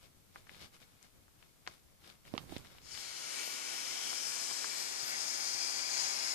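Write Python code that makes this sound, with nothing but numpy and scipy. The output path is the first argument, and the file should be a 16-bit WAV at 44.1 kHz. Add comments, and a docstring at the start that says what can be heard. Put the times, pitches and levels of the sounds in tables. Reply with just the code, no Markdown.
"""A small bedroom: a vinyl toy animal is handled, its skin rustles and snaps, fingers bump the camera.
Then air rushes in through the valve, a steady hiss whose resonances sink a little as the toy fills.
The camera swings along the toy. Its two microphone ports have opposite polarity,
and the right one is shaded from the valve, so the treble of the hiss leans left."""
import sys
import numpy as np
from scipy import signal
from scipy.fft import rfft, irfft, next_fast_len
from scipy.io import wavfile
from scipy.ndimage import uniform_filter1d, map_coordinates

SR = 44100
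rng = np.random.default_rng(int(sys.argv[2]) if len(sys.argv) > 2 else 0)


def materialize(psi):
    """Save the field psi as 16-bit PCM at rate SR to the path in sys.argv[1].

    A 1-D psi becomes a single channel; in a 2-D psi each row is a channel.
    """
    bounded = np.clip(np.atleast_2d(psi).T, -1, 1)
    quanta = np.round(bounded * 32767).astype(np.int16)
    wavfile.write(sys.argv[1], SR, quanta)


N = 279594
OPEN_S = 2.805  # the valve opens

# Tone of the still room: f/Hz, level/dB
ROOM_TONE = [(25, -12), (80, -14), (200, -16), (500, -14), (1500, -17), (4000, -15), (9000, -15.5),
             (14500, -16)]
# Decay of the bedroom: f/Hz, t60/s
ROOM_DECAY = [(200, 0.18), (2000, 0.068), (6000, 0.12), (12000, 0.14)]
# Colour of the grip's rumble: f/Hz, level/dB
GRIP_TONE = [(20, -3), (45, -3.5), (70, 1), (120, -1), (200, -6), (400, -12.5), (900, -18), (3000, -29.5)]
# The hand pressing the case by the right port: peak t/s, half length/s, level/dB
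GRIP_PRESSES = [(0.577, 0.17, -61.5), (2.415, 0.089, -52), (2.545, 0.061, -51), (2.76, 0.31, -60.5)]
# Vinyl sliding over cloth and hands: peak t/s, half length/s, level/dB
SLIDE_STROKES = [(0.04, 0.024, -62), (0.373, 0.031, -61), (0.551, 0.061, -59.5), (0.631, 0.031, -54.5),
                 (0.751, 0.018, -60.5), (0.823, 0.019, -60), (0.917, .08, -71.5), (1.043, 0.029, -64.5),
                 (1.44, 0.043, -69), (1.713, 0.042, -61), (2.085, 0.045, -59), (2.276, 0.019, -59),
                 (2.367, 0.068, -62.5), (2.538, 0.035, -56), (2.692, 0.13, -61)]
# Colour of the slide: f/Hz, level/dB
SLIDE_TONE = [(40, -1), (150, 8), (400, 1), (900, 1.5), (2300, 1), (3800, -1), (5500, -2.5), (7500, -7.5),
              (10000, -9), (14500, -15)]
# Rasp of a firm stroke: f/Hz, level/dB
RASP_TONE = [(1500, -16), (2800, -1), (3800, 1), (5200, -4.5), (7000, -20), (14000, -29)]
# Creases snapping: t/s, level/dB, centre f/Hz, left over right/dB
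CREASE_SNAPS = [(.359, -35, 1320, 1), (.470, -49, 1570, 10), (.494, -40.5, 2070, 11), (.546, -46, 2450, 13),
                (0.744, -54, 3000, 5), (1.028, -42.5, 6800, 14), (1.281, -53, 1200, 5),
                (1.427, -48.5, 2460, 15), (1.666, -40, 2500, 10), (1.675, -28, 1450, 0),
                (1.6753, -30.5, 4400, 13), (1.679, -42.5, 1610, 2), (2.044, -51, 3000, 11),
                (2.100, -45, 3560, 16), (2.253, -48, 2380, 8), (2.278, -44, 2250, 4),
                (2.354, -42, 2600, -8), (2.3793, -36, 1160, -17), (2.3788, -23, 3300, -5.5),
                (2.495, -46, 2380, -5), (2.57, -40, 3300, 20), (2.582, -37.5, 7430, 10),
                (2.652, -47, 1500, -6), (2.784, -42.5, 2820, 4.5), (2.95, -36, 3530, 6),
                (2.976, -35.5, 3250, 21), (3.476, -37.5, 620, 6), (4.13, -31.5, 1120, -3),
                (4.511, -34, 1030, 7), (4.644, -25, 1380, 4)]
# Colour of a snap: multiple of its centre, level/dB
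CREASE_TONE = [(.05, -10), (.25, 8.5), (.6, 10.5), (1, 16.5), (1.6, 7), (2.8, -18.5), (4.5, -37), (9, -111)]
# Fingers bumping the camera: t/s, level/dB, ring f/Hz, t60/s, relative scrape level/dB
FINGER_BUMPS = [(2.339, -17.5, 278, 0.017, -16), (2.349, -30.5, 480, 0.024, -17),
                (2.365, -28.5, 333, 0.013, -12), (2.38, -24.5, 272, 0.011, -9),
                (2.493, -42, 365, 0.039, -9), (2.523, -29, 318, 0.029, -32), (2.565, -22, 243, 0.01, -9),
                (5.03, -40.5, 143, 0.024, -30), (5.549, -44, 110, 0.044, -38),
                (6.049, -50, 150, 0.033, -30)]
# Modes of the camera case: multiple of the ring, level/dB, share of the t60
CASE_MODES = [(1, -0.5, 0.98), (2.1, -4.5, 0.7), (3.7, -19, 0.53)]
# The valve's beam sweeping over the camera: t/s, jet level/dB, fizz level/dB
BEAM_SWEEP = [(3.0, -39, -47.5), (3.65, -43.5, -48.5), (4.3, -37, -44), (4.92, -39.5, -47.5),
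              (5.5, -35.5, -48), (6.3, -39, -44.5)]
# Surges of air: peak t/s, half length/s, rush lift/dB, jet lift/dB, howl f/Hz, howl gain/dB
FLOW_SURGES = [(3.058, 0.21, -.5, -6.5, 4430, 5.5), (3.406, 0.061, 1.8, 2.5, 2300, 3),
               (4.017, 0.19, 1, .5, 3250, 3), (5.135, 0.042, 0.5, 0.5, 2060, 6.5),
               (5.21, 0.037, .5, 3, 7700, 2), (5.595, 0.14, 1.5, 1.5, 4970, 1),
               (5.793, 0.044, 1.5, 3.5, 5000, -2), (5.984, 0.11, 2.6, 4, 6300, 5),
               (6.242, 0.17, 2.3, 3, 5300, 2.5)]
# The jet in the valve: t/s, main resonance f/Hz, how firmly the jet locks onto it
JET_PITCH = [(2.9, 5200, 0.58), (3.45, 5300, 0.33), (3.8, 5380, 1.6), (4.25, 5220, 0.86), (4.7, 4850, 0.38),
             (5.3, 5080, 0.94), (5.8, 4920, 0.93), (6.3, 5170, 1.4)]
# Valve resonances, before the lock scales their widths and levels:
# multiple of the main one, width/Hz, level/dB before the turn, level/dB after it
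VALVE_MODES = [(.86, 403, -0.5, -15.5), (1.002, 334, 1, 0), (.985, 820, -4, 0), (1.13, 262, -1, 0),
               (1.279, 485, -6.5, 0), (1.39, 402, -20, -5.5), (1.6, 470, -17, -8), (1.72, 403, -14, -10.5)]
# Hollow resonances of the air passage: f/Hz, width/Hz, gain/dB before the turn, gain/dB after it
PASSAGE_MODES = [(850, 250, -5, 3.5), (1440, 65, 7.5, 1.5), (2300, 122, 6.5, 5.5), (3410, 360, 1, -1.5)]
# Broad body of the hiss: f/Hz, level/dB
RUSH_TONE = [(20, -40), (60, -36), (130, -22), (220, -6.5), (360, 1.5), (520, -3), (750, -1), (1100, -1.5),
             (1900, -0.5), (3700, 1.5), (6000, 0.5), (9000, -9), (15000, -24)]
# Fine fizz on top: f/Hz, level/dB
FIZZ_TONE = [(4000, -56), (7000, 3), (8700, 0), (10400, -1), (11800, -4), (13000, -11), (13600, -11),
             (14500, -49)]
# Spurts of sizzle at the valve: peak t/s, half length/s, level/dB
SIZZLE_SPURTS = [(3.002, .03, -58), (3.476, .06, -51), (4.8, 0.053, -51), (5.08, 0.032, -48)]
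# Colour of the sizzle: f/Hz, level/dB
SIZZLE_TONE = [(6000, -30), (9000, -6), (12000, 4), (13800, -1), (14500, -22)]
# The camera's swing: t/s, share of the turn (0-1)
CAMERA_SWING = [(2.9, 0.49), (4.2, 0.35), (4.6, 0.72), (5.4, 1), (6.3, 1)]
# Shading of the rush at the right port, before and after the turn: f/Hz, left over right/dB
PORT_SHADE_BEFORE = [(100, -17), (300, -0.5), (700, -3.5), (1300, 1), (2100, 15.5), (3100, -4), (4100, 15),
                     (6500, -4), (14000, -3)]
PORT_SHADE_AFTER = [(100, -16), (300, 1), (700, -1), (1300, 1), (2000, -2), (2700, 12), (3400, 8),
                    (4600, 4.5), (6200, 11), (7500, 20), (14000, 4)]
# Lead of the left port, before and after the turn: f/Hz, phase/rad
PORT_LEAD_BEFORE = [(0, 0), (340, 3), (1210, 2.5), (3270, -0.5), (4480, -7.5), (5770, -9.5), (6630, -17.5),
                    (8010, -19.5), (8440, -24.3), (9910, -27), (13800, -32), (15100, -23.9)]
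PORT_LEAD_AFTER = [(0, 0), (340, 3), (2330, 4.5), (3190, 9), (3620, 4), (5250, 4.5), (6460, 2),
                   (7150, -1.5), (10600, -1.5), (12200, -11), (14500, 2), (15100, 2.9)]
# How alike the hiss is at the two ports: f/Hz, coherence (0-1)
PORT_COHERENCE = [(100, 0.087), (350, 0.83), (1000, 0.62), (2300, 0.56), (3600, 0.51), (5200, 0.81),
                  (10000, 0.22), (14000, 0.18)]


def amp(db):
    """Decibels to gain."""
    return 10 ** (np.asarray(db) / 20)


def unit(x):
    """Scale to rms 1."""
    return x / np.sqrt(np.mean(x ** 2) + 1e-20)


def along(points, hz):
    """Read (f, value) points on a log frequency axis."""
    f, v = np.transpose(points)
    return np.interp(np.log(hz + 1e-6), np.log(f), v)


def curves(rows, t):
    """Automation lanes: each column after the time, read at t."""
    s, *cols = np.transpose(rows)
    return [np.interp(t, s, c) for c in cols]


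def wobble(rate, t):
    """A smooth random curve, rate knots a second."""
    return map_coordinates(rng.standard_normal(4096), [t * rate], mode="mirror")


def swell(x, peak, half):
    """A bell curve that reaches 1 at the peak."""
    return np.exp(-((x - peak) / half) ** 2)


def swell_power(rows, t):
    """Summed power of (t, half length, level) swells."""
    return sum(amp(db) ** 2 * swell(t, s, half) for s, half, db in rows)


def filtered(x, response):
    """EQ x with a gain that depends on frequency."""
    m = next_fast_len(N + SR // 2)
    return irfft(rfft(x, m) * response(np.fft.rfftfreq(m, 1 / SR)), m)[..., :N]


def coloured(x, tone):
    """x shaped by a tone curve, at rms 1."""
    return unit(filtered(x, lambda hz: amp(along(tone, hz))))


def panned(x, left_db):
    """Place a sound between the ports."""
    return x * amp([[left_db / 2], [-left_db / 2]])


def add(track, s, x):
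    """Mix x into the track from time s."""
    part = track[:, round(s * SR):][:, :x.shape[1]]
    part += x[:, :part.shape[1]]


def room_tail():
    """A fresh stereo bedroom tail, very short and driest in the upper mids."""
    hz, t, noise = signal.stft(rng.standard_normal((2, SR // 4)), SR, nperseg=256)
    decay = amp(-60 * t / along(ROOM_DECAY, hz)[:, None])
    tail = signal.istft(noise * decay, SR, nperseg=256)[1]
    return tail / np.linalg.norm(tail[0])


def room_and_grip(room_db=-68.5, hold_db=-68, lumps_db=2.0, fade_start_s=2.92, fade_s=.22):
    """Room tone and the low rumble of a hand on the camera; the rumble fades out as the hiss starts."""
    t = np.arange(N) / SR
    hold = panned(amp(hold_db) * np.clip(1 - (t - fade_start_s) / fade_s, 0, 1), left_db=5)
    press = np.sqrt(swell_power(GRIP_PRESSES, t)) * amp([[-13], [0]])
    pressure = np.hypot(hold, press) * amp(lumps_db * wobble(36.52, t))
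    grip = pressure * coloured(rng.standard_normal((2, N)), GRIP_TONE)
    return grip + amp(room_db) * coloured(rng.standard_normal((2, N)), ROOM_TONE)


def sliding(t, creep_db=-76):
    """Envelope of the sliding vinyl: strokes over a creep that never quite stops."""
    return np.sqrt(amp(creep_db) ** 2 + swell_power(SLIDE_STROKES, t))


def rustle(grain_db=3.0, left_db=5, wet_db=-5, slide_db=-1, rasp_db=-2, rasp_grows=0.95):
    """Vinyl sticks and slips in dense, uneven grains; the firmer the stroke, the more it rasps."""
    t = np.arange(N) / SR
    strength = sliding(t)
    slips = lambda tone: coloured(rng.standard_normal((2, N)) * amp(grain_db * wobble(500, t)), tone)
    slide = amp(slide_db) * slips(SLIDE_TONE)
    rasp = amp(rasp_db) * (strength / strength.max()) ** rasp_grows * slips(RASP_TONE)
    grains = strength * (slide + rasp)
    reverb = signal.fftconvolve(grains, room_tail(), axes=1)[:, :N]
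    return panned(grains + amp(wet_db) * reverb, left_db)


def crinkles(count=24, over_db=6, scatter_db=3, centre_hz=2300, octaves=0.98, left_db=5):
    """Faint creases flip at random, more often and harder during strokes; rows as in CREASE_SNAPS."""
    t = np.arange(0, OPEN_S, 1 / 1000)
    strength = sliding(t)
    when = np.interp(rng.random(count), np.cumsum(strength) / strength.sum(), t)
    size, pitch = rng.standard_normal((count, 2)).T
    level_db = 20 * np.log10(sliding(when)) + over_db + scatter_db * size
    return list(zip(when, level_db, centre_hz * 2 ** (octaves * pitch), np.full(count, left_db)))


def snaps(wet_db=-7, skin_db=-8.5, skin_t60=.035, rolloff_hz=6800, size=2048):
    """A crease flips with one sharp pulse; the skin shivers briefly and the room answers."""
    out = np.zeros((2, N))
    hz = np.fft.rfftfreq(size, 1 / SR)
    for s, db, centre_hz, left_db in CREASE_SNAPS + crinkles():
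        # the microphone port rolls off the top of each snap
        rolloff = 1 / np.sqrt(1 + (hz / max(rolloff_hz, 2.3 * centre_hz)) ** 10)
        # minimum phase packs the energy into the attack
        cepstrum = irfft(np.log(rolloff * amp(along(CREASE_TONE, hz / centre_hz))))
        pulse = irfft(np.exp(rfft(np.r_[cepstrum[0], 2 * cepstrum[1:size // 2]], size)))
        paths = amp(wet_db) * room_tail()
        shiver = rng.standard_normal(paths.shape) * amp(-60 * np.arange(paths.shape[1]) / SR / skin_t60)
        paths += amp(skin_db) * shiver / np.linalg.norm(shiver[0])
        paths[[0, 1], [8, 0]] += [1, -1]  # direct hit: left 8 samples late, right inverted
        snap = signal.fftconvolve(paths, pulse[None] / abs(pulse).max(), axes=1)
        add(out, s, panned(amp(db) * snap, left_db))
    return out


def bumps(left_db=-21, scrape_t60=0.0072, low_cut_hz=110, soft_s=0.00043):
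    """A fingertip by the right port gives the case a low, quickly damped push with a short scrape."""
    out, t = np.zeros((2, N)), np.arange(SR // 8) / SR
    for s, db, ring_hz, t60, scrape_db in FINGER_BUMPS:
        push = -sum(np.sin(2 * np.pi * k * ring_hz * t) * amp(mode_db - 60 * t / (t60 * life))
                    for k, mode_db, life in CASE_MODES)
        push *= 1 - np.exp(-t / soft_s)  # the soft fingertip rounds the attack
        scrape = unit(signal.lfilter(*signal.butter(2, 3000, fs=SR), rng.standard_normal(len(t))))
        scrape *= amp(scrape_db - 60 * t / scrape_t60)
        add(out, s, amp(db) * (push + scrape) * amp([[left_db], [0]]))
    return signal.lfilter(*signal.butter(2, low_cut_hz, "high", fs=SR), out)


def flow(t, rush_db=-42, unsteady_db=0.51, build_db=10, build_s=0.24, jet_grows=0.7, fizz_grows=1.5):
    """Rush, jet and fizz levels in dB: the flow builds, holds unsteadily and surges now and then."""
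    flow_db = -build_db * np.exp(-np.maximum(t - OPEN_S, 0) / build_s) + unsteady_db * wobble(11, t)
    jet_db, fizz_db = curves(BEAM_SWEEP, t)
    rush_lift, jet_lift = sum(np.outer([rush, jet], swell(t, s, half))
                              for s, half, rush, jet, *_ in FLOW_SURGES)
    return (rush_db + flow_db + rush_lift,
            jet_db + jet_grows * flow_db + jet_lift,
            fizz_db + fizz_grows * flow_db)


def turned(before, after, t):
    """Crossfade two settings as the camera swings."""
    turn, = curves(CAMERA_SWING, t)
    return (1 - turn) * before + turn * after


def valve_ring(hz, t, waver=0.0041):
    """Power spectrum of the jet: a firm lock narrows the resonances and starves the weak ones."""
    pitch, lock = curves(JET_PITCH, t)
    pitch *= 1 + waver * wobble(26, t)
    return sum(amp(lock * turned(before, after, t)) ** 2
               / (1 + 2 * (.5 + lock) * ((hz - k * pitch) / width) ** 2) ** 2
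               for k, width, before, after in VALVE_MODES)


def at_ports(air, scattered, hz, t, turn_s=4.43, turning_s=0.68):
    """Stereo image of the air: partly coherent, its phase shifting as the ports pass the valve."""
    alike = along(PORT_COHERENCE, hz)
    past = np.clip((t - turn_s) / turning_s, 0, 1)
    before = np.exp(1j * along(PORT_LEAD_BEFORE, hz))
    after = np.exp(1j * along(PORT_LEAD_AFTER, hz))
    lead = np.angle((1 - past) * before + past * after)
    direct = air * np.exp(-1j * lead)
    return np.array([air, alike * direct + np.sqrt(1 - alike ** 2) * scattered])


def ripple(hz, shape, depth_db=2.0):
    """Nearby surfaces ripple the spectrum, and the ripple drifts as the camera moves."""
    across_bands = uniform_filter1d(rng.standard_normal(shape), size=2, axis=1)
    drift = uniform_filter1d(across_bands, size=130, axis=2)
    return amp(depth_db * np.clip(hz / 2500, 0, 1) * unit(drift))


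def howl(hz, t, width_hz=450):
    """Each surge rings up one resonance while it lasts, or dips it if its gain is negative."""
    return amp(sum(db * swell(t, s, half) * swell(hz, centre_hz, width_hz)
                   for s, half, *_, centre_hz, db in FLOW_SURGES))


def hiss(opening_s=0.13, flutter_db=0.78, jet_shade_db=21, fizz_shade_db=9, frame=512):
    """Turbulent air: a broad rush, a jet ringing in the valve and a fine fizz with spurts of sizzle."""
    hz, t, (air, scattered) = signal.stft(rng.standard_normal((2, N)), SR, nperseg=frame)
    hz = hz[:, None]
    share = lambda power: power / power.mean(axis=0)
    rush_db, jet_db, fizz_db = flow(t)
    hollow_db = sum(turned(before, after, t) * swell(hz, centre, width)
                    for centre, width, before, after in PASSAGE_MODES)
    rush = share(amp(along(RUSH_TONE, hz) + hollow_db) ** 2) * amp(rush_db) ** 2
    jet = share(valve_ring(hz, t)) * amp(jet_db + flutter_db * wobble(35, t)) ** 2
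    fizz = share(amp(along(FIZZ_TONE, hz)) ** 2) * amp(fizz_db) ** 2
    fizz += share(amp(along(SIZZLE_TONE, hz)) ** 2) * swell_power(SIZZLE_SPURTS, t)
    # the narrow beam of the jet hardly reaches the right port
    shade_db = turned(along(PORT_SHADE_BEFORE, hz), along(PORT_SHADE_AFTER, hz), t)
    left = rush + jet + fizz
    right = rush / amp(shade_db) ** 2 + jet / amp(jet_shade_db) ** 2 + fizz / amp(fizz_shade_db) ** 2
    ports = at_ports(air, scattered, hz, t)
    opening = np.clip((t - OPEN_S) / opening_s, 0, 1)
    spectrum = ports * ripple(hz, ports.shape) * howl(hz, t) * np.sqrt([left, right]) * opening
    return signal.istft(spectrum, SR, nperseg=frame)[1][:, :N]


def scene():
    """The mix: valve hiss and handling noises over the room tone."""
    return hiss() + snaps() + bumps() + rustle() + room_and_grip()


def record(dry):
    """The camera cuts everything above 14550 Hz."""
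    return filtered(dry, lambda hz: hz < 14550)


dry = scene()
out = record(dry)
materialize(out)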